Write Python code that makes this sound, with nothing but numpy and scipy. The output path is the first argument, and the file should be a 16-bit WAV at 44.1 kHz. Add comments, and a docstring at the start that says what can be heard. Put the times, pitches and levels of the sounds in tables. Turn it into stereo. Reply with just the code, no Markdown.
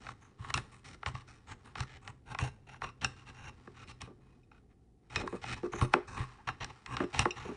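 """Kitchen, close up: a knife is pushed through the tough rind of a pomegranate on a plate.
Fibres give way in crunching spurts with sharp snaps over faint wet ticking; the rind squeaks once.
Each spurt thumps through the fruit, and the blade rings faintly.
After a pause the cutting goes on harder, and the fruit rocks on the plate with dull knocks."""
import sys
import numpy as np
from scipy import signal
from scipy.fft import rfft, irfft
from scipy.io import wavfile
from scipy.ndimage import uniform_filter1d

SR = 44100
rng = np.random.default_rng(int(sys.argv[2]) if len(sys.argv) > 2 else 0)


def store_wav(level_fs):
    """Save 16-bit WAV to argv[1]."""
    pcm = np.round(np.clip(np.atleast_2d(level_fs), -1, 1) * 32767)
    wavfile.write(sys.argv[1], SR, pcm.T.astype(np.int16))


N = 333396
TIME = np.arange(N) / SR
MID_PUSH_DB = -50

# room air: (frequency [Hz], relative density [dB])
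ROOM_SPECTRUM = [(15, -37.5), (25, -10.5), (55, 2), (120, -13), (189, -6), (374, -12.5), (413, -10),
                 (589, -34), (758, -16.5), (1030, -44), (10500, -45), (13600, -84), (22000, -120)]
# stereo phase: (frequency [Hz], lead of the left side [rad])
LEFT_LEAD = [(0, 0), (150, 0.1), (350, 0.54), (650, 1.14), (1000, 0.32), (2000, 0.03), (4200, 1.2),
             (5600, 0.78), (8000, 2), (10500, 2.5)]
# fruit and plate on the counter: (frequency [Hz], bandwidth [Hz], gain [dB])
COUNTER_MODES = [(30.8, 5, -15.5), (61.3, 30, -6), (101.3, 37, -3), (127, 11, -2.5), (167, 120, -11.5),
                 (255, 52, -9.5), (427, 190, -12.5)]
# plate: (frequency [Hz], bandwidth [Hz], gain [dB])
DISH_MODES = [(182.5, 44, -6), (264, 62, -2.5), (357.6, 17.7, -1), (407.6, 10, -7), (460, 43, -5),
              (586, 37, -10), (732, 250, -10), (1182, 60, -9.5), (1250, 310, -13.5)]
# fruit and knife under a breaking fibre: (frequency [Hz], bandwidth [Hz], gain [dB])
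FRUIT_MODES = [(410, 32, -11.5), (814, 130, -2), (1080, 120, -2), (1341, 183, -3.5), (1599, 90, -6.5),
               (1808, 530, -2.5), (2595, 98, -9.5), (2820, 440, -10), (3564, 1300, -12.5), (3610, 600, -10),
               (5870, 1800, -5), (6344, 480, -9), (7930, 1300, -9.5), (9260, 620, -8.5)]
# blade: (frequency [Hz], t60 [s], gain gripped at tip [dB], gain gripped at heel [dB])
STEEL_MODES = [(2514, 0.054, -7, 3), (2681, 0.069, -1, -27.5), (2770, 0.036, 2, -15.5),
               (3722, 0.11, -18, -13), (4010, 0.17, -21.5, -19), (5250, 0.16, -20, -14.5),
               (5520, 0.029, -19, -13.5), (5670, .018, 2, -14), (7270, 0.033, -13.5, -19.5)]
# where the fruit grips the blade: (time [s], position [0 tip, 1 heel])
GRIP_POSITION = [(0, 0.087), (2.0, 0.03), (3.1, 0.028), (3.5, 0.047), (4.3, 0.81), (5.5, 0.63), (6.3, 0.28),
                 (7.1, 0.13), (7.56, 0.19)]
# hands pressing and shifting the fruit: (time [s], level [dB])
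HAND_RUMBLE = [(0, -64.5), (2.2, -62), (3.2, -59.5), (4.1, -59.5), (4.5, -66), (5.05, -68.5), (5.3, -59.5),
               (7.56, -76)]
# juice and pith ticking: (time [s], relative level [dB])
TICK_LEVELS = [(0, -75), (0.4, -67), (1.4, -71.5), (2.6, -78), (3.4, -65.5), (4.4, -79), (5.0, -84.5),
               (5.4, -64.5), (6.8, -64), (7.56, -58)]
# hard pushes jolting the fruit: (time [s], relative level [dB])
JOLTS = [(0.393, -40), (0.539, -38), (1.062, -36.5), (1.133, -39), (1.511, -45.5), (1.795, -34.5),
         (2.083, -50), (2.412, -29.5), (3.04, -45.5), (4.022, -45.5), (5.154, -40), (5.811, -24),
         (6.191, -32), (6.486, -45.5), (7.182, -31)]
# fruit rocking on the plate: (time [s], level over 50 ms [dB], duration [s])
ROCKINGS = [(3.676, -53, .005), (4.075, -53, 0.043), (5.169, -42, 0.062), (5.236, -42.5, 0.034),
            (5.327, -39, 0.031), (5.633, -35, .037), (5.739, -42, .019), (5.819, -37.5, 0.037),
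            (5.939, -31.5, 0.04), (7.003, -32, 0.041), (7.257, -34, 0.015), (7.451, -46, 0.012),
            (7.489, -41, .032)]
# wet rind on steel: (time [s], duration [s], level [dB], start pitch [Hz], end pitch [Hz])
RIND_SQUEAKS = [(6.38, 0.04, -54, 713, 956)]
# blade catching and springing free: (time [s], relative level [dB])
FLICKS = [(0.542, -28.5), (1.151, -53), (3.046, -26), (4.432, -66), (4.516, -61.5), (5.105, -48.5),
          (5.161, -25), (5.19, -36), (7.192, -22), (7.307, -29.5)]
# thickest fibres breaking: (time [s], level over 5 ms [dB], low-pass corner [Hz])
FIBRE_BREAKS = [(0.067, -40.5, 3000), (0.0886, -38, 2870), (0.4456, -42.5, 2310), (0.503, -35, 3900),
                (0.5406, -26, 6540), (0.5764, -32, 4530), (1.0309, -37, 1980), (1.0615, -30, 3000),
                (1.151, -40, 3000), (1.755, -37.5, 3670), (1.805, -34, 7000), (2.0765, -40.5, 4000),
                (2.348, -34, 2820), (2.3877, -31, 5200), (2.7426, -48.5, 2480), (2.8188, -33, 2500),
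                (2.842, -37, 2800), (3.0457, -26, 8140), (3.674, -49, 2620), (4.017, -40, 8000),
                (4.515, -54.5, 1710), (5.1594, -27.5, 4700), (5.275, -33.5, 3130), (5.44, -36, 3030),
                (5.7338, -33.5, 1290), (5.8127, -33, 2810), (5.938, -15.5, 2420), (6.1791, -42, 3950),
                (6.4884, -28.5, 2670), (6.645, -36.5, 6900), (6.8614, -40.5, 5840), (6.9681, -31.5, 3600),
                (7.0033, -31.5, 1780), (7.1448, -34.5, 4500), (7.1928, -22.5, 10500), (7.255, -21.5, 1350)]
# knife pushes, swelling as the rind resists, fading once it gives:
# (start [s], end [s], relative level [dB], swell [dB])
PUSHES = [(0.0, 0.117, -51.5, 7.5), (0.207, 0.316, -62, -15), (0.378, 0.504, -51.5, 17),
          (0.537, 0.586, -38.5, 3.5), (0.713, 0.801, -58, -9), (0.84, 0.947, -52, -4),
          (1.058, 1.086, -39, 3.5), (1.139, 1.219, -51.5, -10), (1.267, 1.39, -58.5, -12),
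          (1.465, 1.528, -48.5, 6.5), (1.645, 1.711, -55.5, -10.5), (1.759, 1.835, -44, -0.5),
          (1.866, 1.972, -54.5, 2), (2.009, 2.1, -54.5, 11.5), (2.25, 2.322, -51.5, 20.5),
          (2.39, 2.476, -38, -5), (2.665, 2.765, -54.5, 0), (2.824, 2.899, -44.5, -16.5),
          (3.009, 3.052, -39.5, 8), (3.157, 3.229, -57.5, -3.5), (3.255, 3.3, -52.5, 6.5),
          (3.339, 3.493, -52, 10), (3.741, 3.836, -56, 8.5), (3.869, 3.911, -51, 2),
          (4.001, 4.076, -53, -17.5), (4.195, 4.353, -71.5, -1), (4.516, 4.582, -65.5, -5.5),
          (4.688, 4.725, -71, -3), (5.097, 5.216, -45, 11.5), (5.255, 5.37, -55, 4.5),
          (5.414, 5.535, -43.5, 12.5), (5.56, 5.585, -47.5, -1.5), (5.62, 5.671, -55, 2),
          (5.718, 5.804, -43.5, 2), (5.809, 5.851, -34.5, -4), (5.927, 5.995, -61, -16),
          (6.072, 6.162, -45, -2), (6.164, 6.245, -41, -11.5), (6.266, 6.467, -62, -12),
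          (6.47, 6.501, -36, -8.5), (6.602, 6.633, -37, -3), (6.666, 6.705, -56, 15.5),
          (6.857, 6.944, -45, 18.5), (6.969, 7.043, -45, -2.5), (7.128, 7.222, -37, 8.5),
          (7.356, 7.436, -45, -3), (7.437, 7.566, -50.5, -15)]
# crunch brightness for a middling push: (time [s], tilt [dB/octave])
CRUNCH_TILT = [(0, -1.5), (0.85, 0.6), (1.1, -0.6), (1.5, -1.5), (2.4, -0.94), (2.8, -3), (3.9, -0.8),
               (4.6, -3.5), (5.3, -0.3), (6.2, -2), (6.5, -3.5), (7.15, -1.5), (7.5, -4.5)]
# blade ringing along with the crunch: (time [s], relative level [dB])
STEEL_LEVELS = [(0, -30), (2.0, -21), (2.3, -9.5), (3.5, -6.5), (4.6, -12), (5.4, -13.5), (5.8, -23),
                (6.5, -10.5), (7.5, -12)]


def from_db(db):
    return 10 ** (np.asarray(db) / 20)


def unit_rms(x):
    return x / np.sqrt(np.mean(x ** 2) + 1e-20)


def lookup(table, at):
    return np.interp(at, *np.transpose(table))


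def evened(x, span_s):
    """Holds the running rms at 1, leaving the faster grain."""
    return x / np.sqrt(np.abs(uniform_filter1d(x ** 2, int(span_s * SR))) + 1e-12)


def at_level(x, db, span_s):
    """Scales x to the energy of span_s at level db."""
    return from_db(db) * x / np.sqrt(np.sum(x ** 2) / int(span_s * SR))


def add(out, start_s, sound):
    at = max(round(start_s * SR), 0)
    out[at:at + len(sound)] += sound[:N - at]


def butter(x, hz, kind, order=2):
    return signal.sosfilt(signal.butter(order, hz, kind, fs=SR, output="sos"), x)


def pole_pair(hz, width_hz):
    radius = np.exp(-np.pi * width_hz / SR)
    return [1, -2 * radius * np.cos(2 * np.pi * hz / SR), radius * radius]


def resonate(force, modes, tilt_db_oct=0, scatter_db=0):
    """Parallel resonances of total power 1; scatter reweights them for each spot struck."""
    out, power = 0, 0
    for k, ((hz, width_hz, db), chance) in enumerate(zip(modes, rng.standard_normal(len(modes)))):
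        gain = from_db(db + tilt_db_oct * np.log2(hz / 2000) + scatter_db * chance)
        poles = pole_pair(hz, width_hz)
        zeros = np.sqrt((1 - poles[2]) / 2) * np.array([1, 0, -1])
        out += (-1) ** k * gain * signal.lfilter(zeros, poles, force + 1e-18)
        power += gain ** 2
    return out / np.sqrt(power)


def through_rind(force, tilt_db_oct, scatter_db=3.0, low_hz=680, notch_hz=4830):
    """Rind resonances; bending waves carry the highs first, so each click is a tiny falling chirp."""
    sound = butter(resonate(force, FRUIT_MODES, tilt_db_oct, scatter_db), low_hz, "high")
    sound = signal.lfilter(*signal.iirnotch(notch_hz, Q=16, fs=SR), sound)
    poles = pole_pair(hz=950, width_hz=1300)
    allpass = poles[::-1] + poles
    return signal.sosfilt([allpass, allpass], sound)


def clicks(per_s, spread_db):
    """Random clicks of uneven height; per_s holds a rate for each sample."""
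    size = len(per_s)
    heights = from_db(spread_db * np.minimum(rng.exponential(1, size), 4)) * rng.choice([-1, 1], size)
    return heights * (rng.random(size) < per_s / SR)


def push_envelope(length_s, swell_db, attack_s, release_s, linger_db, linger_s):
    """Sets in, swells or fades, stops, leaves a weak after-movement."""
    t = TIME[:int(length_s * SR) + SR // 4]
    after_s = np.maximum(t - length_s, 0)
    linger = from_db(linger_db)
    swell = from_db(swell_db * (np.minimum(t / length_s, 1) - .5))
    stop = (1 - linger) * np.exp(-after_s / release_s) + linger * np.exp(-after_s / linger_s)
    return swell * (1 - np.exp(-t / attack_s)) * stop


def room_tone(level_db=-65.5):
    """Steady low murmur of the room air."""
    hz, db = np.transpose(ROOM_SPECTRUM)
    bins_hz = np.maximum(np.arange(N // 2 + 1) * SR / N, 1)
    gain = from_db(np.interp(np.log(bins_hz), np.log(hz), db))
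    return from_db(level_db) * unit_rms(irfft(rfft(rng.standard_normal(N)) * gain, N))


def kitchen_reverb(x, t60_s=0.28, gain_db=-12.5, low_hz=260, top_hz=6000):
    """Short diffuse reflections, different on each side."""
    t = TIME[:SR // 2]
    tail = rng.standard_normal((2, len(t))) * from_db(-60 * t / t60_s) * (t > .003)
    tail /= np.sqrt(np.sum(tail[0] ** 2))
    tail = butter(butter(tail, low_hz, "high"), top_hz, "low", order=1)
    return from_db(gain_db) * signal.fftconvolve(x[None], tail, axes=1)[:, :N]


def wet_ticks(per_s=450, rub=0.8, wander_db=3.5, wander_hz=14, low_hz=700):
    """Under steady pressure the blade rubs softly; juice and pith tick against it."""
    knots_s = np.arange(0, 8, 1 / wander_hz)
    wander = np.interp(TIME, knots_s, rng.standard_normal(len(knots_s)))
    force = unit_rms(clicks(np.full(N, per_s), spread_db=2.0)) + rub * rng.standard_normal(N)
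    ticks = butter(resonate(unit_rms(force), FRUIT_MODES, tilt_db_oct=-1.1), low_hz, "high")
    return from_db(lookup(TICK_LEVELS, TIME) + wander_db * wander) * ticks


def thumps(mid_db=-53, db_per_push_db=0.94, top_hz=520):
    """Hands and pushes shake fruit and plate on the counter; harder pushes thump more."""
    power = from_db(lookup(HAND_RUMBLE, TIME)) ** 2
    for start_s, end_s, push_db, swell_db in PUSHES:
        thump_db = mid_db + db_per_push_db * (push_db - MID_PUSH_DB)
        envelope = push_envelope(end_s - start_s, swell_db, attack_s=0.014, release_s=0.018,
                                 linger_db=-8.5, linger_s=0.064)
        add(power, start_s, (from_db(thump_db) * envelope) ** 2)
    shake = butter(resonate(rng.standard_normal(N), COUNTER_MODES), top_hz, "low")
    return np.sqrt(power) * evened(shake, span_s=0.025)


def jolts(cycle_s=0.0076, gain_db=-1):
    """A push and its recoil bounce fruit and plate on the counter."""
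    out, t = np.zeros(N), TIME[:SR // 4]
    force = np.sin(2 * np.pi * np.minimum(t / cycle_s, 1))
    for start_s, db in JOLTS:
        bounce = resonate(force, COUNTER_MODES, scatter_db=0.5)
        add(out, start_s, at_level(bounce, db + gain_db, span_s=0.025))
    return out


def plate_knocks(judder=0.066, top_hz=1900):
    """Soft first contact, then the fruit judders on the plate until it settles."""
    out, t = np.zeros(N), TIME[:SR // 4]
    for start_s, db, length_s in ROCKINGS:
        force = judder * rng.standard_normal(len(t)) / (1 + (t / length_s) ** 8)
        force[0] += 2
        knock = butter(resonate(force, DISH_MODES), top_hz, "low")
        add(out, start_s, at_level(knock, db, span_s=0.05))
    return out


def squeak(overtone_db=-9, waver_depth=0.075, waver_hz=300):
    """Stick-slip on the wet blade, rising in pitch."""
    out = np.zeros(N)
    for start_s, length_s, db, start_hz, end_hz in RIND_SQUEAKS:
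        size = int(length_s * SR)
        waver = unit_rms(butter(rng.standard_normal(size), waver_hz, "low"))
        pitch_hz = np.linspace(start_hz, end_hz, size) * (1 + waver_depth * waver)
        phase = 2 * np.pi * np.cumsum(pitch_hz) / SR
        tone = np.sin(phase) + from_db(overtone_db) * np.sin(2 * phase)
        add(out, start_s, from_db(db) * np.sqrt(np.hanning(size)) * tone)
    return out


def blade_ring(time_s):
    """Impulse response of the blade; the grip position weights its modes."""
    grip, t = np.clip(lookup(GRIP_POSITION, time_s), 0, 1), TIME[:SR // 5]
    return sum(from_db(tip_db + grip * (heel_db - tip_db) - 60 * t / t60_s) * np.sin(2 * np.pi * hz * t)
               for hz, t60_s, tip_db, heel_db in STEEL_MODES)


def blade_flicks(slip_s=0.0012, damp_s=0.026, gain_db=3.0):
    """The steel slips free and rings briefly, damped by the flesh."""
    out = np.zeros(N)
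    for start_s, db in FLICKS:
        ring = blade_ring(start_s)
        t = TIME[:len(ring)]
        envelope = (1 - np.exp(-t / slip_s)) * np.exp(-t / damp_s)
        add(out, start_s, from_db(db + gain_db) * ring * envelope)
    return out


def fibre_strain(rise_s=0.007, fall_s=0.009, lead_s=0.1, gain_db=-19, per_s=1500):
    """Thin fibres tear round each thick one: louder as it stretches, fading after it breaks."""
    power, t = np.zeros(N), TIME[:SR // 5] - lead_s
    burst = np.exp(-2 * np.maximum(-t / rise_s, t / fall_s))
    for break_s, db, _ in FIBRE_BREAKS:
        skip = max(round((lead_s - break_s) * SR), 0)
        add(power, break_s - lead_s, from_db(db + gain_db) ** 2 * burst[skip:])
    force = unit_rms(clicks(np.full(N, per_s), spread_db=-0.5))
    return np.sqrt(power) * through_rind(force, tilt_db_oct=-2.0)


def fibre_snaps(splinter_s=0.0026, clean_above_db=-33, echo_gain=0.12, echo_s=0.001186):
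    """One click plus brief splintering; thick, wet fibres sound duller, the biggest break cleanest."""
    out, t = np.zeros(N), TIME[:SR // 20]
    noises = rng.standard_normal((len(FIBRE_BREAKS), len(t)))
    for (start_s, db, top_hz), noise in zip(FIBRE_BREAKS, noises):
        splinters = 0.22 * from_db(-.5 * max(db - clean_above_db, 0))
        force = splinters * noise * np.exp(-t / splinter_s)
        force[0] += 2
        # echo off the far side of the fruit hollows the tone
        delay_s = echo_s * (1 + .2 * np.tanh(noise[-1]))
        force[round(delay_s * SR)] -= 2 * echo_gain
        tilt_db_oct = 0.47 + 1.68 * np.log2(top_hz / 3500)
        snap = butter(through_rind(force, tilt_db_oct, scatter_db=1.95), top_hz, "low")
        add(out, start_s, at_level(snap, db, span_s=0.005))
    return out


def crunch(cells_per_s=1500, rub=0.3, clump_db=2.5, clump_s=0.0042,
           fibres_per_s=65, fibre_db=20, gain_db=-1):
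    """Cells burst in clumps, more as the edge moves faster; the flanks rub and thin fibres snap."""
    out = np.zeros(N)
    for start_s, end_s, push_db, swell_db in PUSHES:
        effort_db = push_db - MID_PUSH_DB
        tilt_db_oct = lookup(CRUNCH_TILT, start_s) - 0.033 * effort_db  # hard pushes are duller
        attack_s = 0.0042 * from_db(-.5 * effort_db)  # and catch sooner
        envelope = push_envelope(end_s - start_s, swell_db, attack_s, release_s=0.0055,
                                 linger_db=-16.5, linger_s=0.061)
        hiss, clump_noise = rng.standard_normal((2, len(envelope)))
        bursts_per_s = cells_per_s * np.sqrt(envelope * from_db(.5 * effort_db))
        cells = evened(clicks(bursts_per_s, spread_db=1.5), span_s=0.083)
        clumps = from_db(clump_db * unit_rms(uniform_filter1d(clump_noise, int(clump_s * SR))))
        fibres = from_db(fibre_db) * clicks(np.full(len(envelope), fibres_per_s), spread_db=2.0)
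        force = evened((cells + rub * hiss) * clumps + fibres, span_s=0.11) * envelope
        ring = blade_ring(start_s)
        steel = signal.fftconvolve(force, ring / np.sqrt(np.sum(ring ** 2)))[:len(force)]
        steel *= from_db(lookup(STEEL_LEVELS, start_s))
        add(out, start_s, from_db(push_db + gain_db) * (through_rind(force, tilt_db_oct) + steel))
    return out


def scene():
    """Knife, fruit and plate in the middle, right side slightly late; the kitchen around them."""
    left = crunch() + fibre_strain() + fibre_snaps() + wet_ticks() + blade_flicks()
    left += thumps() + jolts() + plate_knocks() + squeak()
    lag_rad = lookup(LEFT_LEAD, np.arange(N // 2 + 1) * SR / N)
    right = irfft(rfft(left) * np.exp(-1j * lag_rad), N)
    return np.array([left, right]) + kitchen_reverb(left) + room_tone()


def record(dry):
    """Steep treble cut."""
    cutoff_hz = 10300
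    return signal.sosfilt(signal.ellip(10, .3, 80, cutoff_hz, fs=SR, output="sos"), dry)


dry = scene()
out = record(dry)
store_wav(out)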